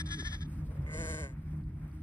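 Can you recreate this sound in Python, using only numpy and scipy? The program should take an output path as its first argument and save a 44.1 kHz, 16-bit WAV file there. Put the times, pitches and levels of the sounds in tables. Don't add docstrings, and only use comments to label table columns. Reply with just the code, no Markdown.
import sys
import numpy as np
from scipy import signal
from scipy.fft import rfft, irfft
from scipy.io import wavfile
from scipy.ndimage import uniform_filter1d

SR = 44100
rng = np.random.default_rng(int(sys.argv[2]) if len(sys.argv) > 2 else 0)


def gain_from_db(level_db):
    decades = np.asarray(level_db, float) / 20
    return 10 ** decades


def generate_wav(sig):
    pcm = np.round(np.clip(np.atleast_2d(sig).T, -1, 1) * 32767).astype(np.int16)
    wavfile.write(sys.argv[1], SR, pcm)


N = 89214
T = np.arange(N) / SR
HZ = np.fft.rfftfreq(N, 1 / SR)

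# frequency_hz, density_db
AIR_SPECTRUM = [(300, 7), (600, 0.5), (1300, -1), (2200, -4.5), (3300, -22), (4500, -31), (7000, -31)]
# time_s, level_db
AIR_SWELL = [(0, -58.5), (.6, -62.5), (.9, -59.5), (1.4, -64), (1.75, -64)]
# frequency_hz, likeness_share
AIR_COHERENCE = [(350, 0.92), (600, 0.22), (1300, 0.56), (2200, 0.13), (5000, 0.18)]
# frequency_hz, phase_rad
AIR_PHASE = [(400, -10.5), (650, 0.4), (1800, -1.18), (2900, 0.5), (5000, -4.5)]
# frequency_hz, density_db
GRASS_SPECTRUM = [(3000, -1), (5500, -0.5), (7000, -6.5), (9500, 1.5), (12000, -6.5), (14000, -4),
                  (15500, -8)]
# time_s, level_db
GRASS_BREEZE = [(0, -76), (.36, -69), (.42, -73.5), (.5, -70), (.9, -74), (1.35, -78.5), (1.5, -71.5),
                (1.58, -73), (1.65, -79.5), (1.9, -79), (1.95, -71), (2.02, -75)]
# frequency_hz, likeness_share
GRASS_COHERENCE = [(4000, .6), (6000, .985), (15000, .99)]
# frequency_hz, density_db
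WIND_SPECTRUM = [(12, -60), (20, -47), (43, -1.5), (75, 3), (117, -9), (155, 2.5), (184, -20.5),
                 (272, -19.5), (420, -28), (550, -98), (920, -120)]
# time_s, level_db
WIND_GUSTS = [(0.0, -39.5), (0.08, -40), (0.75, -38), (0.82, -34), (0.94, -41.5), (0.97, -35), (1.06, -42),
              (1.82, -39.5), (2.02, -48)]
# frequency_hz, width_hz, level_db
ENGINE_LINES = [(80.5, 7.7, -46), (153.6, 3.55, -44.5), (203.9, 40.6, -53), (271.3, 37, -62),
                (308.6, 4, -58.5)]
# time_s, level_db
ENGINE_DRIFT = [(0.0, -43), (0.17, -36.5), (0.22, -45.5), (0.46, -38.5), (0.76, -47), (0.96, -37),
                (1.33, -45.5), (1.6, -39.5), (1.85, -44), (1.91, -58), (1.94, -43.5), (2.02, -43.5)]

# centre_s, half_length_s, level_db, pitch_hz
LAMB_SYLLABLES = [
    (-.002, 0.02, -38, 343.4),
    (.068, 0.0108, -52.5, 330.5),
    (0.099, 0.0118, -58, 344.8),
    (0.129, 0.022, -42, 339.9),
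    (0.202, .015, -46, 345.8),
    (0.266, 0.018, -44.5, 357.4),
    (0.339, 0.017, -46.5, 348.3),
    (0.422, 0.015, -51.5, 330.5),
    (0.45, 0.014, -65.5, 338.7),
]
LAMB_ROUGHNESS = [.35, .35, .5, .03, .14, .09, .14, .65, .75]
LAMB_DROOP = np.array([0.026, .03, 0.027, 0.009, .06, 0.055, .07, 0.027, 0.032])[:, None]
# time_s, level_db
LAMB_RASP = [(.05, -73.5), (.08, -59), (.17, -57.5), (.3, -55.5), (.365, -61.5), (.39, -67.5), (.47, -86)]
# frequency_hz, width_hz, level_db
LAMB_THROAT = [(1293, 200, -10), (1752, 165, -6.5), (2200, 310, -10), (3481, 255, 0), (4244, 310, -19),
               (4986, 226, -9), (5720, 150, -7.5), (6370, 310, -12)]
# frequency_hz, width_hz, level_db
LAMB_BREATH = [(8500, 1240, -23), (9670, 1900, -34)]
# frequency_hz, phase_rad
LAMB_PHASE = [(400, 0), (1300, -1.6), (2850, -3.14), (3600, -3.6), (4200, -6.2), (5000, -5)]
# frequency_hz, level_db
LAMB_SIDE = [(600, 9), (1300, 2), (1750, 23.5), (2300, -4), (3000, 2), (6000, 0)]

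# time_s, level_db, pitch_hz
MOANS = [
    [(.12, -68, 315), (.145, -54, 316), (.175, -51, 310), (.197, -45, 262), (.21, -51, 240),
     (.225, -82, 229)],
    [(.16, -77, 445), (.18, -59, 437), (.2, -51.5, 387), (.222, -48, 290), (.24, -54.5, 275),
     (.27, -61, 271)],
]
# time_s, level_db, pitch_hz
GRUNT = [
    (.62, -71.5, 139.6),
    (.7, -56, 148.6),
    (.76, -61, 150.4),
    (.82, -61, 147),
    (.86, -59.5, 150.5),
    (.9, -74, 157),
]
# time_s, effort_db, pitch_hz, brightness_db
EWE_CALL = [
    (.865, -52, 145.9, -15),
    (.895, -49, 152.1, -16.5),
    (.94, -44, 157.1, -4),
    (1.008, -40, 168.1, -6),
    (1.1, -40.5, 161.1, -3),
    (1.205, -42.5, 160.8, -5.5),
    (1.24, -43.5, 139.9, -7.5),
    (1.285, -52.5, 132, -12),
    (1.34, -70, 128, -7),
]
# time_s, pitch_sag_share
EWE_CATCHES = [(.965, .035), (1.033, .06), (1.072, .06), (1.131, .05), (1.17, .07), (1.222, .03)]
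# frequency_hz, width_hz, level_db
EWE_LOW = [(338, 150, -8), (564, 125, -1.5), (1068, 130, -9), (1540, 77, -2.5), (2030, 297, -5)]
# frequency_hz, width_hz, level_db
EWE_SHUT = [(473, 74, -2), (600, 86, -7), (1106, 160, -8.5), (1540, 43, -5.5), (2030, 173, -0.5)]
# frequency_hz, width_hz, level_db
EWE_HIGH = [(2960, 170, -19.5), (4310, 555, -13.5), (5680, 820, -17.5), (7220, 320, -1.5),
            (8160, 110, -5.5), (8190, 1610, -14.5), (10510, 280, -13), (13700, 4200, -32)]
# frequency_hz, phase_rad
EWE_PHASE = [(400, -0.34), (800, -1.08), (2300, -3.0), (3600, -1.5), (5000, -5)]
# frequency_hz, level_db
EWE_SIDE = [(500, -1), (1000, 2), (1800, 2), (2300, -4.5), (2900, 18), (4400, 1), (8000, 2.5)]
# time_s, level_db, frequency_hz, length_s
STRAW_TICKS = [
    (1.582, -76, 4500, .0004),
    (1.611, -77, 4400, .001),
    (1.639, -65, 4600, .0004),
    (1.797, -56, 11000, .00005),
    (1.849, -54, 11000, .00005),
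    (1.881, -49, 12000, .00005),
    (1.916, -67, 4600, .0011),
]


def evened(x):
    return x / np.sqrt(np.mean(x ** 2) + 1e-20)


def read(points, hz):
    f, value = np.transpose(points)
    return np.interp(np.log(hz + 1), np.log(f + 1), value)


def curve(rows, order=1):
    return np.interp(T, np.array(rows)[:, 0], np.array(rows)[:, order])


def during(rows):
    return (T > rows[0][0]) * (T < rows[-1][0])


def sine(hz):
    return np.sin(2 * np.pi * np.cumsum(hz) / SR)


def port_turn(points, hz):
    lead_hz, port_gap_s = 6930, 1 / 4620
    f, rad = np.transpose([*points, (lead_hz, -np.pi)])
    lead = 2 * np.pi * port_gap_s * np.maximum(hz - lead_hz, 0)
    return np.exp(1j * (np.interp(hz, f, rad) + lead))


def throat(x, peaks):
    shape = 0
    for k, (hz, width, db) in enumerate(peaks):
        shape = shape + (-1) ** k * gain_from_db(db) / (1 + 1.3j * (HZ - hz) / width) ** 2
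    return irfft(rfft(x) * shape, N)


def folds(hz, jitter):
    wander = evened(uniform_filter1d(rng.standard_normal(N), size=160))
    turns = np.cumsum(hz * (1 + jitter * wander)) / SR
    harmonics = int(15000 / hz.max())
    pulses = sum(np.cos(2 * np.pi * k * turns) for k in range(1, harmonics))
    puffs = (.12 + np.exp(-(turns % 1) / .18)) * rng.standard_normal(N)
    return evened(pulses), evened(puffs)


def placed(x, phase, side):
    z, tilt = rfft(x), gain_from_db(read(side, HZ) / 2)
    scatter_db, decay_s = -13, .09
    t = T[:8000]
    tail = rng.standard_normal((2, 8000)) * gain_from_db(-60 * t / decay_s) * (t > .002)
    band = (HZ > 420) / (1 + (HZ / 3000) ** 2)
    scatter = irfft(z * rfft(tail / np.linalg.norm(tail[0]), N) * band, N)
    direct = irfft([z * tilt, z / tilt * port_turn(phase, HZ)], N)
    return direct + gain_from_db(scatter_db) * scatter


def diffuse_hiss(colour, likeness, patchy_db, flicker_db):
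    frames, hz = N // 128 + 5, np.fft.rfftfreq(512, 1 / SR)
    a, b, c, d, patches = rng.standard_normal((frames, 257, 5)).T
    flicker = evened(uniform_filter1d(uniform_filter1d(patches[0], size=9), size=9))
    patches = uniform_filter1d(uniform_filter1d(patches, size=12, axis=0), size=16, axis=1)
    patches = evened(patches)
    same = np.clip(read(likeness, hz), 0, 1)[:, None]
    left = a + 1j * b
    right = same * left + np.sqrt(1 - same ** 2) * (c + 1j * d)
    right = right * port_turn(AIR_PHASE, hz)[:, None]
    level = gain_from_db(read(colour, hz)[:, None] + patchy_db * patches + flicker_db * flicker)
    z = np.array([left, right]) * level * (hz > 300)[:, None]
    return evened(signal.istft(z, nperseg=512, noverlap=384)[1][:, :N])


def open_air():
    return gain_from_db(curve(AIR_SWELL)) * diffuse_hiss(AIR_SPECTRUM, AIR_COHERENCE, patchy_db=1.0, flicker_db=2.3)


def dry_grass():
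    hiss = diffuse_hiss(GRASS_SPECTRUM, GRASS_COHERENCE, patchy_db=1.5, flicker_db=2.1)
    return gain_from_db(curve(GRASS_BREEZE)) * hiss


def wind():
    z = rfft(rng.standard_normal(N))
    shape = gain_from_db(read(WIND_SPECTRUM, HZ)) * (HZ > 15) / (1 + (HZ / 430) ** 8)
    return evened(irfft(z * shape, N)) * gain_from_db(curve(WIND_GUSTS) - 0.5)


def far_engine():
    z = rfft(rng.standard_normal(N))
    lines = 0
    for hz, width, db in ENGINE_LINES:
        lines = lines + gain_from_db(db) * evened(irfft(z / (1 + (2 * (HZ - hz) / width) ** 2), N))
    return lines * gain_from_db(curve(ENGINE_DRIFT) + 40.0)


def lamb():
    at, half, db, hz = (c[:, None] for c in np.transpose(LAMB_SYLLABLES))
    rough = np.reshape(LAMB_ROUGHNESS, (-1, 1))
    droop = np.reshape(LAMB_DROOP, (-1, 1))
    u = (T - at) / half
    bells = gain_from_db(db - 9 * u ** 4 / (1 + 0.045 * u ** 2)) + 1e-9
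    share = bells ** 2 / (bells ** 2).sum(0)
    pitch = (share * hz * (1 - droop * np.minimum(u ** 2, 1.5))).sum(0)
    pulses, noise = folds(uniform_filter1d(pitch, size=200), jitter=.006)

    breath = throat(.25 * pulses + noise, LAMB_BREATH) * gain_from_db(2.5 - 18.5 * T)
    clean = evened(throat(pulses, LAMB_THROAT) + breath)
    puffs = evened(throat(noise, LAMB_THROAT) + breath)

    shifted = [(f * 0.983, width, level + 0.5 * max(f / 1000 - 3.5, 0)) for f, width, level in LAMB_THROAT]
    between = evened(throat(0.56 * pulses + 0.64 * noise, shifted) + breath)
    rasp = gain_from_db(curve(LAMB_RASP)) * (T < LAMB_RASP[-1][0])

    voice = (bells * np.sqrt(1 - rough)).sum(0) * clean
    voice = voice + (bells * np.sqrt(rough)).sum(0) * puffs + 1.83 * rasp * between
    return placed(voice, LAMB_PHASE, LAMB_SIDE) * (T < .8)


def moans():
    return sum(gain_from_db(curve(m)) * during(m) * np.sqrt(2) * sine(curve(m, order=2)) for m in MOANS)


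def hoof_thump():
    start_s, width_s, level_db, pitch_hz = .2225, .0024, -47, 1500
    u = np.maximum(T - start_s, 0) / width_s
    envelope = np.minimum(u * 2, 1) * np.exp(-u / 7)
    return gain_from_db(level_db) * envelope * sine(pitch_hz * (.22 + .78 * np.exp(-u)))


def grunt():
    clean, puffs = folds(curve(GRUNT, order=2), jitter=.06)
    low = evened(throat(.25 * clean + .75 * puffs, EWE_LOW[:3]))
    return placed(low * gain_from_db(curve(GRUNT)) * during(GRUNT), EWE_PHASE, EWE_SIDE)


def ewe():
    catch_s, catch_db, rough, high_rough = .011, -32, .25, .36
    opens_s, opening_s = 0.97, .015
    sag = sum(share * np.exp(-((T - s) / catch_s) ** 2) for s, share in EWE_CATCHES)
    clean, puffs = folds(curve(EWE_CALL, order=2) * (1 - sag), jitter=.006)
    drive = ((1 - rough) * clean + rough * puffs) * gain_from_db(1.2 * catch_db * sag)
    opened = .5 + .5 * np.tanh((T - opens_s) / opening_s)
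    low = opened * throat(drive, EWE_LOW) + (1 - opened) * throat(drive + 0.56 * puffs, EWE_SHUT)
    high = throat((1 - high_rough) * clean + high_rough * puffs, EWE_HIGH)
    high = high * gain_from_db(curve(EWE_CALL, order=3) + catch_db * sag)
    voice = (low + high) / low.std() * gain_from_db(curve(EWE_CALL)) * during(EWE_CALL)
    return placed(voice, EWE_PHASE, EWE_SIDE)


def straw_ticks():
    ticks = 0
    for s, db, hz, length in STRAW_TICKS:
        ticks = ticks + gain_from_db(db) * np.exp(-((T - s) / length) ** 2) * np.cos(2 * np.pi * hz * (T - s))
    z = rfft(ticks)
    return irfft([z, z * port_turn([(4600, -2 * np.pi)], HZ)], N)


def scene():
    hiss = open_air() + dry_grass()
    animals = lamb() + ewe() + grunt() + moans()
    rumble = wind() + far_engine()
    return hiss + animals + rumble + hoof_thump() + straw_ticks()


def band_limit(x):
    return signal.sosfilt(signal.butter(12, 15770, fs=SR, output="sos"), x)


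def record(dry):
    mono_hz = 427
    mid = dry.mean(0)
    high_pass = 1 / np.sqrt(1 + (mono_hz / (HZ + 1)) ** 16)
    side = irfft(rfft(dry[0] - dry[1]) / 2 * high_pass, N)
    return band_limit(np.array([mid + side, mid - side]))


dry = scene()
out = record(dry)
generate_wav(out)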